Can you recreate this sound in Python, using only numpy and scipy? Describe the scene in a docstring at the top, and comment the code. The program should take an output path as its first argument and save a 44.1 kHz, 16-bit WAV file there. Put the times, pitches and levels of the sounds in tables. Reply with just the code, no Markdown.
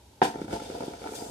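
"""A long-handled scraper drops on a paved yard and is pulled through a heap of dried nuts.
The blade smacks down, chatters and rings in its modes. Nuts knock on it and tumble over each
other, ringing their hollow husks and hard shells. The edge grinds grit, flicks pebbles and
rumbles. Blows carry a faint yard echo; faint outdoor air lies underneath."""
import sys
import numpy as np
from scipy import signal
from scipy.fft import rfft, irfft
from scipy.io import wavfile
from scipy.ndimage import uniform_filter1d

SR = 44100
rng = np.random.default_rng(int(sys.argv[2]) if len(sys.argv) > 2 else 0)


def to_wav(sig):
    """Store sig (one row per channel, or 1-D mono) as 16-bit WAV at the path in sys.argv[1].

    Samples outside -1..1 are clipped; the rate is SR.
    """
    pcm = np.clip(np.atleast_2d(sig), -1, 1) * 32767
    pcm = np.round(pcm).astype(np.int16)
    wavfile.write(sys.argv[1], SR, pcm.T)  # frames by channels


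N = 57330
T = np.arange(N) / SR
DROP_S, BOUNCE_S = 0.2169, 0.0078
GRIT_CORRELATION = 0.036

# blade contacts (time [s], smack [dB], ring [dB])
LANDINGS = [(DROP_S, -7.5, -17), (DROP_S + BOUNCE_S, -11.5, -24.5), (0.22, -42, -36), (0.2455, -24, -25.5),
            (0.2522, -23.5, -35), (0.24, -30.5, -39), (0.34, -37, -38), (0.299, -38, -44)]
# damped modes of the grounded blade (frequency [Hz], level [dB], t60 [s])
SMACK_MODES = [(345, -2.5, 0.019), (793, 4.5, .02), (975, -3, 0.021), (1610, -6.5, 0.019)]
# ringing blade modes, one list per column (frequency [Hz], level [dB], t60 [s])
BLADE_HZ = [158, 195, 232, 295, 369, 506, 670, 752, 778, 897, 1018, 1328, 1537, 1800]
BLADE_DB = [-14, -12.5, -11, -6.5, -9, -11.5, -1, -9, -3, -9.5, -20.5, -16.5, -12.5, -12]
BLADE_T60_S = [0.14, 0.15, .13, 0.14, 0.033, 0.093, 0.11, 0.054, 0.13, 0.14, 0.15, 0.082, 0.065, 0.15]
BLADE_MODES = list(zip(BLADE_HZ, BLADE_DB, BLADE_T60_S))
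# nuts on the blade (time [s], thud [dB], clack [dB], snap [dB], thud pitch [Hz])
KNOCKS = [(0.3568, -24.5, -32, -36.5, 340), (0.385, -35, -48, -41, 315), (0.4158, -21, -37, -33, 324),
          (0.4441, -31, -44, -42, 282), (0.48, -30.5, -35, -37.5, 380), (0.508, -38, -50, -34.5, 253),
          (0.526, -24, -23.5, -30.5, 415), (0.5349, -22.5, -26, -33, 325), (0.548, -48, -35, -54, 510),
          (0.554, -38, -28, -53, 345), (0.563, -28, -27, -64, 397), (0.5979, -32, -39.5, -35, 454),
          (0.6016, -40, -29.5, -37, 410), (0.619, -28.5, -36.5, -45.5, 403), (0.6998, -24, -46, -36.5, 383),
          (0.749, -28, -31, -47, 374), (0.806, -22.5, -29, -34.5, 460), (0.8219, -23.5, -27.5, -36, 405),
          (0.8371, -27, -36.5, -59, 410), (0.8804, -23, -33.5, -54, 330), (0.9089, -34, -37, -48, 374),
          (0.935, -47, -35, -36.5, 394), (1.0168, -30, -44, -37, 450), (1.0398, -30.5, -34, -33.5, 357),
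          (1.0592, -34.5, -28.5, -38, 358), (1.0716, -42, -37, -32, 425), (1.0889, -34, -30, -39.5, 330),
          (1.1211, -33.5, -35, -41, 346), (1.135, -34, -33.5, -38, 340), (1.2216, -28, -39, -39, 308),
          (1.2619, -43, -45, -45, 308)]
# hollow husk (frequency [Hz], level [dB], t60 [s])
HUSK_MODES = [(288.6, -10, 0.055), (444, -4, 0.035), (485, -10, 0.043), (674.8, -5.5, 0.071),
              (808, -7, 0.021), (883, -7, 0.026)]
# hard shell (frequency [Hz], level [dB], t60 [s])
SHELL_MODES = [(1367, -4, .022), (1515, -8.5, 0.021), (1730, -9, 0.025), (2280, -10, 0.029)]
# tumbling of the heap (time [s], level [dB])
TUMBLE_ENVELOPE = [(0.22, -73), (0.3, -51), (0.4, -41), (0.47, -52.5), (0.535, -32), (0.59, -52.5),
                   (0.66, -44.5), (0.74, -41), (0.84, -41.5), (0.97, -50), (1.05, -43.5), (1.17, -42.5),
                   (1.3, -42)]
# edge grinding on paving (time [s], level [dB])
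SCRAPE_ENVELOPE = [(0.2, -70), (0.206, -64), (0.218, -58), (0.238, -34.5), (0.344, -56.5), (0.408, -57.5),
                   (0.414, -52.5), (0.474, -60.5), (0.536, -43.5), (0.566, -45), (0.572, -50.5),
                   (0.852, -50.5), (0.952, -54.5), (1.142, -49), (1.154, -42), (1.254, -49), (1.3, -49.5)]
# grit under the pressed blade (frequency [Hz], level [dB])
COARSE_SPECTRUM = [(880, -25), (1500, -2), (1990, -9), (2220, -6.5), (3540, -1.5), (4100, -6), (4710, -2.5),
                   (7520, -9), (8370, -7), (13100, -19.5), (15500, -26)]
# grit under the skimming blade (frequency [Hz], level [dB])
FINE_SPECTRUM = [(880, -46), (1500, -6.5), (1700, -11.5), (1880, -15), (2640, -6.5), (3650, -4.5),
                 (4850, -2.5), (8050, 0.5), (15500, -16)]
# grit balance (frequency [Hz], left minus right [dB])
GRIT_BALANCE = [(1500, -5), (3500, 1.5), (8000, 2.5), (13000, 0.5)]
# pebble pings (frequency [Hz], level [dB])
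PEBBLE_MODES = [(2350, 0.5), (2750, -8), (3250, 3.5), (3590, 9.5), (4500, 1), (4900, 3.5), (5600, -11),
                (6300, 0), (7200, -12), (8300, -9), (9300, -22), (11500, -11)]
# larger grit cracking (time [s], level [dB])
CRUSHES = [(0.233, -35), (0.2385, -40), (0.29, -47), (0.529, -38), (0.563, -49), (0.81, -50),
           (0.832, -44.5), (0.868, -44), (1.187, -43)]
# drag rumble (time [s], level [dB])
RUMBLE_ENVELOPE = [(0, -90), (0.2, -83), (0.225, -67), (0.28, -70), (0.42, -45), (0.48, -51), (0.535, -39),
                   (0.6, -54.5), (0.72, -50.5), (0.85, -56), (1.0, -64.5), (1.17, -57), (1.25, -55.5),
                   (1.3, -48)]
# drag rumble (frequency [Hz], level [dB])
RUMBLE_SPECTRUM = [(30, -22), (48, 7.5), (64, -1.5), (95, 0.5), (165, 1), (300, -7), (900, -60)]
# outdoor air (frequency [Hz], level [dB])
AIR_SPECTRUM = [(15, -23), (25, -32), (62, 2), (188, -17), (399, -14), (703, -22.5), (919, -13),
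                (1170, -32.5), (1530, -25.5), (1710, -31.5), (3720, -26.5), (12200, -34), (15500, -54)]
# outdoor air (frequency [Hz], left-right correlation [ratio])
AIR_CORRELATION = [(300, 0.97), (700, 0.46), (2000, 0.083)]
# antiphase bands of the two microphone ports (centre [Hz], width [Hz])
PORT_BANDS = [(630, 103), (1100, 195), (1720, 270), (2450, 267)]


def landing(crack_db=-15.5):
    """The blade smacks the paving, cracks grit, bounces and rings."""
    times_s, smack_db, ring_db = np.transpose(LANDINGS)
    smacks = strike(times_s, smack_db, SMACK_MODES, vary_db=0)
    rings = strike(times_s, ring_db, BLADE_MODES, vary_db=1)
    cracks = crunch(times_s, smack_db + crack_db, t60_s=0.079)
    return ports(soften(smacks + rings)) + soften(cracks)


def knocks(thud_rise_cycles=0.49):
    """Nuts hit the blade: soft thud, husk clack, blade ring, shell snap, gritty tick."""
    times_s, thud_db, clack_db, snap_db, pitch_hz = np.transpose(KNOCKS)
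    thuds = 0
    for start_s, db, hz in zip(times_s, thud_db, pitch_hz):
        cycles = np.maximum(T - start_s, 0) * hz
        rise = cycles / thud_rise_cycles
        swell = (rise * np.exp(1 - rise)) ** 2
        thuds += from_db(db + 1.5) * swell * np.sin(2 * np.pi * cycles)
    clacks = strike(times_s, clack_db + 2, HUSK_MODES, vary_db=2.5)
    rings = strike(times_s, clack_db - 17.5, BLADE_MODES, vary_db=5)
    snaps = strike(times_s, snap_db + 1, SHELL_MODES, vary_db=2)
    ticks = crunch(times_s, snap_db - 14.5, t60_s=0.012)
    return ports(thuds + soften(clacks + rings + snaps)) + ticks


def tumbling(shell_db=-11.5, pitch_spread=0.053, side_gain=0.17):
    """Nuts of three sizes collide as they roll ahead of the blade."""
    modes = HUSK_MODES + [(hz, db + shell_db, t60_s) for hz, db, t60_s in SHELL_MODES]
    mid, side = 0, 0
    for pitch_ratio in np.exp(pitch_spread * np.array([-1, 0, 1])):
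        hits = grains(rate_per_s=260, spread_db=1.5)
        for hz, db, t60_s in modes:
            drive = hits * rng.uniform(-1.006, 1, (2, N))
            rings = from_db(db) * ring(drive, hz * pitch_ratio, t60_s)
            mid += rings[0]
            side += rings[1] * min(hz / 700, 1) ** 2
    heap = soften(ports(mid) + side_gain * side * [[1], [-1]])
    return unit_rms(heap) * envelope(TUMBLE_ENVELOPE)


def scraping(skim_start_s=1.074, skim_fade_s=0.065):
    """The edge grinds the paving from touchdown on, finer once it skims."""
    skim = np.clip((T - skim_start_s) / skim_fade_s, 0, 1)
    edge = np.sqrt(1 - skim) * grit(COARSE_SPECTRUM) + np.sqrt(skim) * grit(FINE_SPECTRUM) + pebbles()
    balance = from_db(per_bin(GRIT_BALANCE) * [[0.5], [-0.5]])
    grounded = T > DROP_S
    return fft_filter(edge, balance) * envelope(SCRAPE_ENVELOPE) * catching() * grounded


def grit(spectrum, crack_db=-4, hiss_db=-1, stereo_scatter=6.4):
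    """Grains crack under the edge, over a hiss of the same colour."""
    hits = grains(rate_per_s=2600, spread_db=0) * (1 + stereo_scatter * rng.standard_normal((2, N)))
    cracks = unit_rms(fft_filter(hits, from_db(per_bin(spectrum))))
    return from_db(crack_db) * cracks + from_db(hiss_db) * noise(spectrum, GRIT_CORRELATION)


def pebbles(relative_db=-8):
    """Small stones flicked by the edge ring briefly."""
    pings = 0
    for hz, db in PEBBLE_MODES:
        flicks = grains(rate_per_s=130, spread_db=4.5) * rng.standard_normal((2, N))
        pings += from_db(db) * ring(flicks, hz, t60_s=0.074)
    return from_db(relative_db) * unit_rms(pings)


def catching(spread_db=1, catch_s=0.011):
    """Uneven gain as the edge catches and slips."""
    wander = uniform_filter1d(rng.standard_normal(N), int(catch_s * SR))
    return from_db(spread_db * unit_rms(wander))


def crunch(times_s, db, t60_s):
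    """A decaying burst of crushed grit per contact."""
    pole = np.exp(-np.log(1000) / (t60_s * SR))
    bursts = signal.lfilter([1], [1, -pole], clicks(times_s, db))
    return bursts * noise(COARSE_SPECTRUM, GRIT_CORRELATION)


def rumble():
    """Low noise of the dragged blade."""
    return envelope(RUMBLE_ENVELOPE) * noise(RUMBLE_SPECTRUM, correlation=0.99)


def yard_echo(x, gain_db=-14, t60_s=0.28, delay_s=0.0039, cutoff_hz=3230):
    """Faint, dull tail from the low wall and buildings."""
    tail = rng.standard_normal((2, N)) * np.exp(-np.log(1000) * T / t60_s) * (T > delay_s)
    tail = signal.sosfilt(signal.butter(2, cutoff_hz, fs=SR, output="sos"), tail)[0]
    return from_db(gain_db) * signal.fftconvolve(x, [tail / np.linalg.norm(tail)], axes=1)[:, :N]


def outdoor_air(level_db=-55):
    """Steady noise, centred in the bass, wide in the treble."""
    return from_db(level_db) * noise(AIR_SPECTRUM, per_bin(AIR_CORRELATION))


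def strike(times_s, db, modes, vary_db):
    """Each contact rings every mode; strengths scatter by vary_db."""
    scatter_db = vary_db * rng.standard_normal((len(times_s), len(modes)))
    return sum((-1) ** k * ring(clicks(times_s, db + mode_db + scatter_db[:, k]), hz, t60_s)
               for k, (hz, mode_db, t60_s) in enumerate(modes))


def ring(x, hz, t60_s):
    """One mode: a unit click starts a decaying unit sine."""
    radius, angle = np.exp(-np.log(1000) / (t60_s * SR)), 2 * np.pi * hz / SR
    return signal.lfilter([0, np.sin(angle)], [1, -2 * radius * np.cos(angle), radius ** 2], x + 1e-18)


def soften(x, cutoff_hz=2430):
    """Finite contact time rounds the attack."""
    return signal.sosfilt(signal.butter(2, cutoff_hz, fs=SR, output="sos"), x)


def ports(x):
    """Two microphone ports hear some bands in antiphase."""
    pair = [x, x]
    for k, (hz, width_hz) in enumerate(PORT_BANDS):
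        band = signal.lfilter(*signal.iirpeak(hz, hz / width_hz, fs=SR), pair[k % 2])
        pair[k % 2] = pair[k % 2] - 2 * band
    return np.array(pair)


def clicks(times_s, db):
    """One impulse per contact."""
    return np.bincount(np.clip(times_s * SR, 0, N - 1).astype(int), from_db(db), N)


def grains(rate_per_s, spread_db):
    """Random impulses; spread_db makes a few larger."""
    sizes = from_db(spread_db * np.minimum(rng.exponential(1, N), 4)) * rng.choice([-1, 1], N)
    return sizes * (rng.random(N) < rate_per_s / SR)


def noise(spectrum, correlation):
    """Coloured stereo noise, unit power."""
    gain = from_db(per_bin(spectrum))
    mid, side = rng.standard_normal((2, N))
    mid = fft_filter(mid, gain * np.sqrt(1 + correlation))
    side = fft_filter(side, gain * np.sqrt(1 - correlation))
    return unit_rms(mid + side * [[1], [-1]])


def fft_filter(x, gain):
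    """One gain per bin, zero-padded."""
    return irfft(rfft(x, 2 * N) * gain)[..., :N]


def per_bin(points):
    """Table value at each FFT bin, interpolated over log frequency."""
    hz, value = np.transpose(points)
    bin_hz = np.arange(N + 1) * SR / (2 * N)
    return np.interp(np.log(bin_hz + 1), np.log(hz), value)


def envelope(points):
    """Gain from (time [s], level [dB])."""
    return from_db(np.interp(T, *np.transpose(points)))


def unit_rms(x):
    """Scale to unit power."""
    return x / np.sqrt(np.mean(x ** 2) + 1e-20)


def from_db(db):
    """Decibels to gain."""
    return 10 ** (np.asarray(db) / 20)


def scene():
    """Blade, nuts and grit in the open yard."""
    blows = landing() + knocks()
    air = outdoor_air()
    echo = yard_echo(blows)
    pull = tumbling() + scraping() + rumble()
    crushes = crunch(*np.transpose(CRUSHES), t60_s=0.022)
    return blows + pull + crushes + echo + air


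def record(dry, low_cut_hz=62, high_cut_hz=15500):
    """Cut deep bass and top treble."""
    dry = signal.sosfilt(signal.butter(2, low_cut_hz, "high", fs=SR, output="sos"), dry)
    return signal.sosfilt(signal.ellip(10, 0.1, 80, high_cut_hz, fs=SR, output="sos"), dry)


dry = scene()
out = record(dry)
to_wav(out)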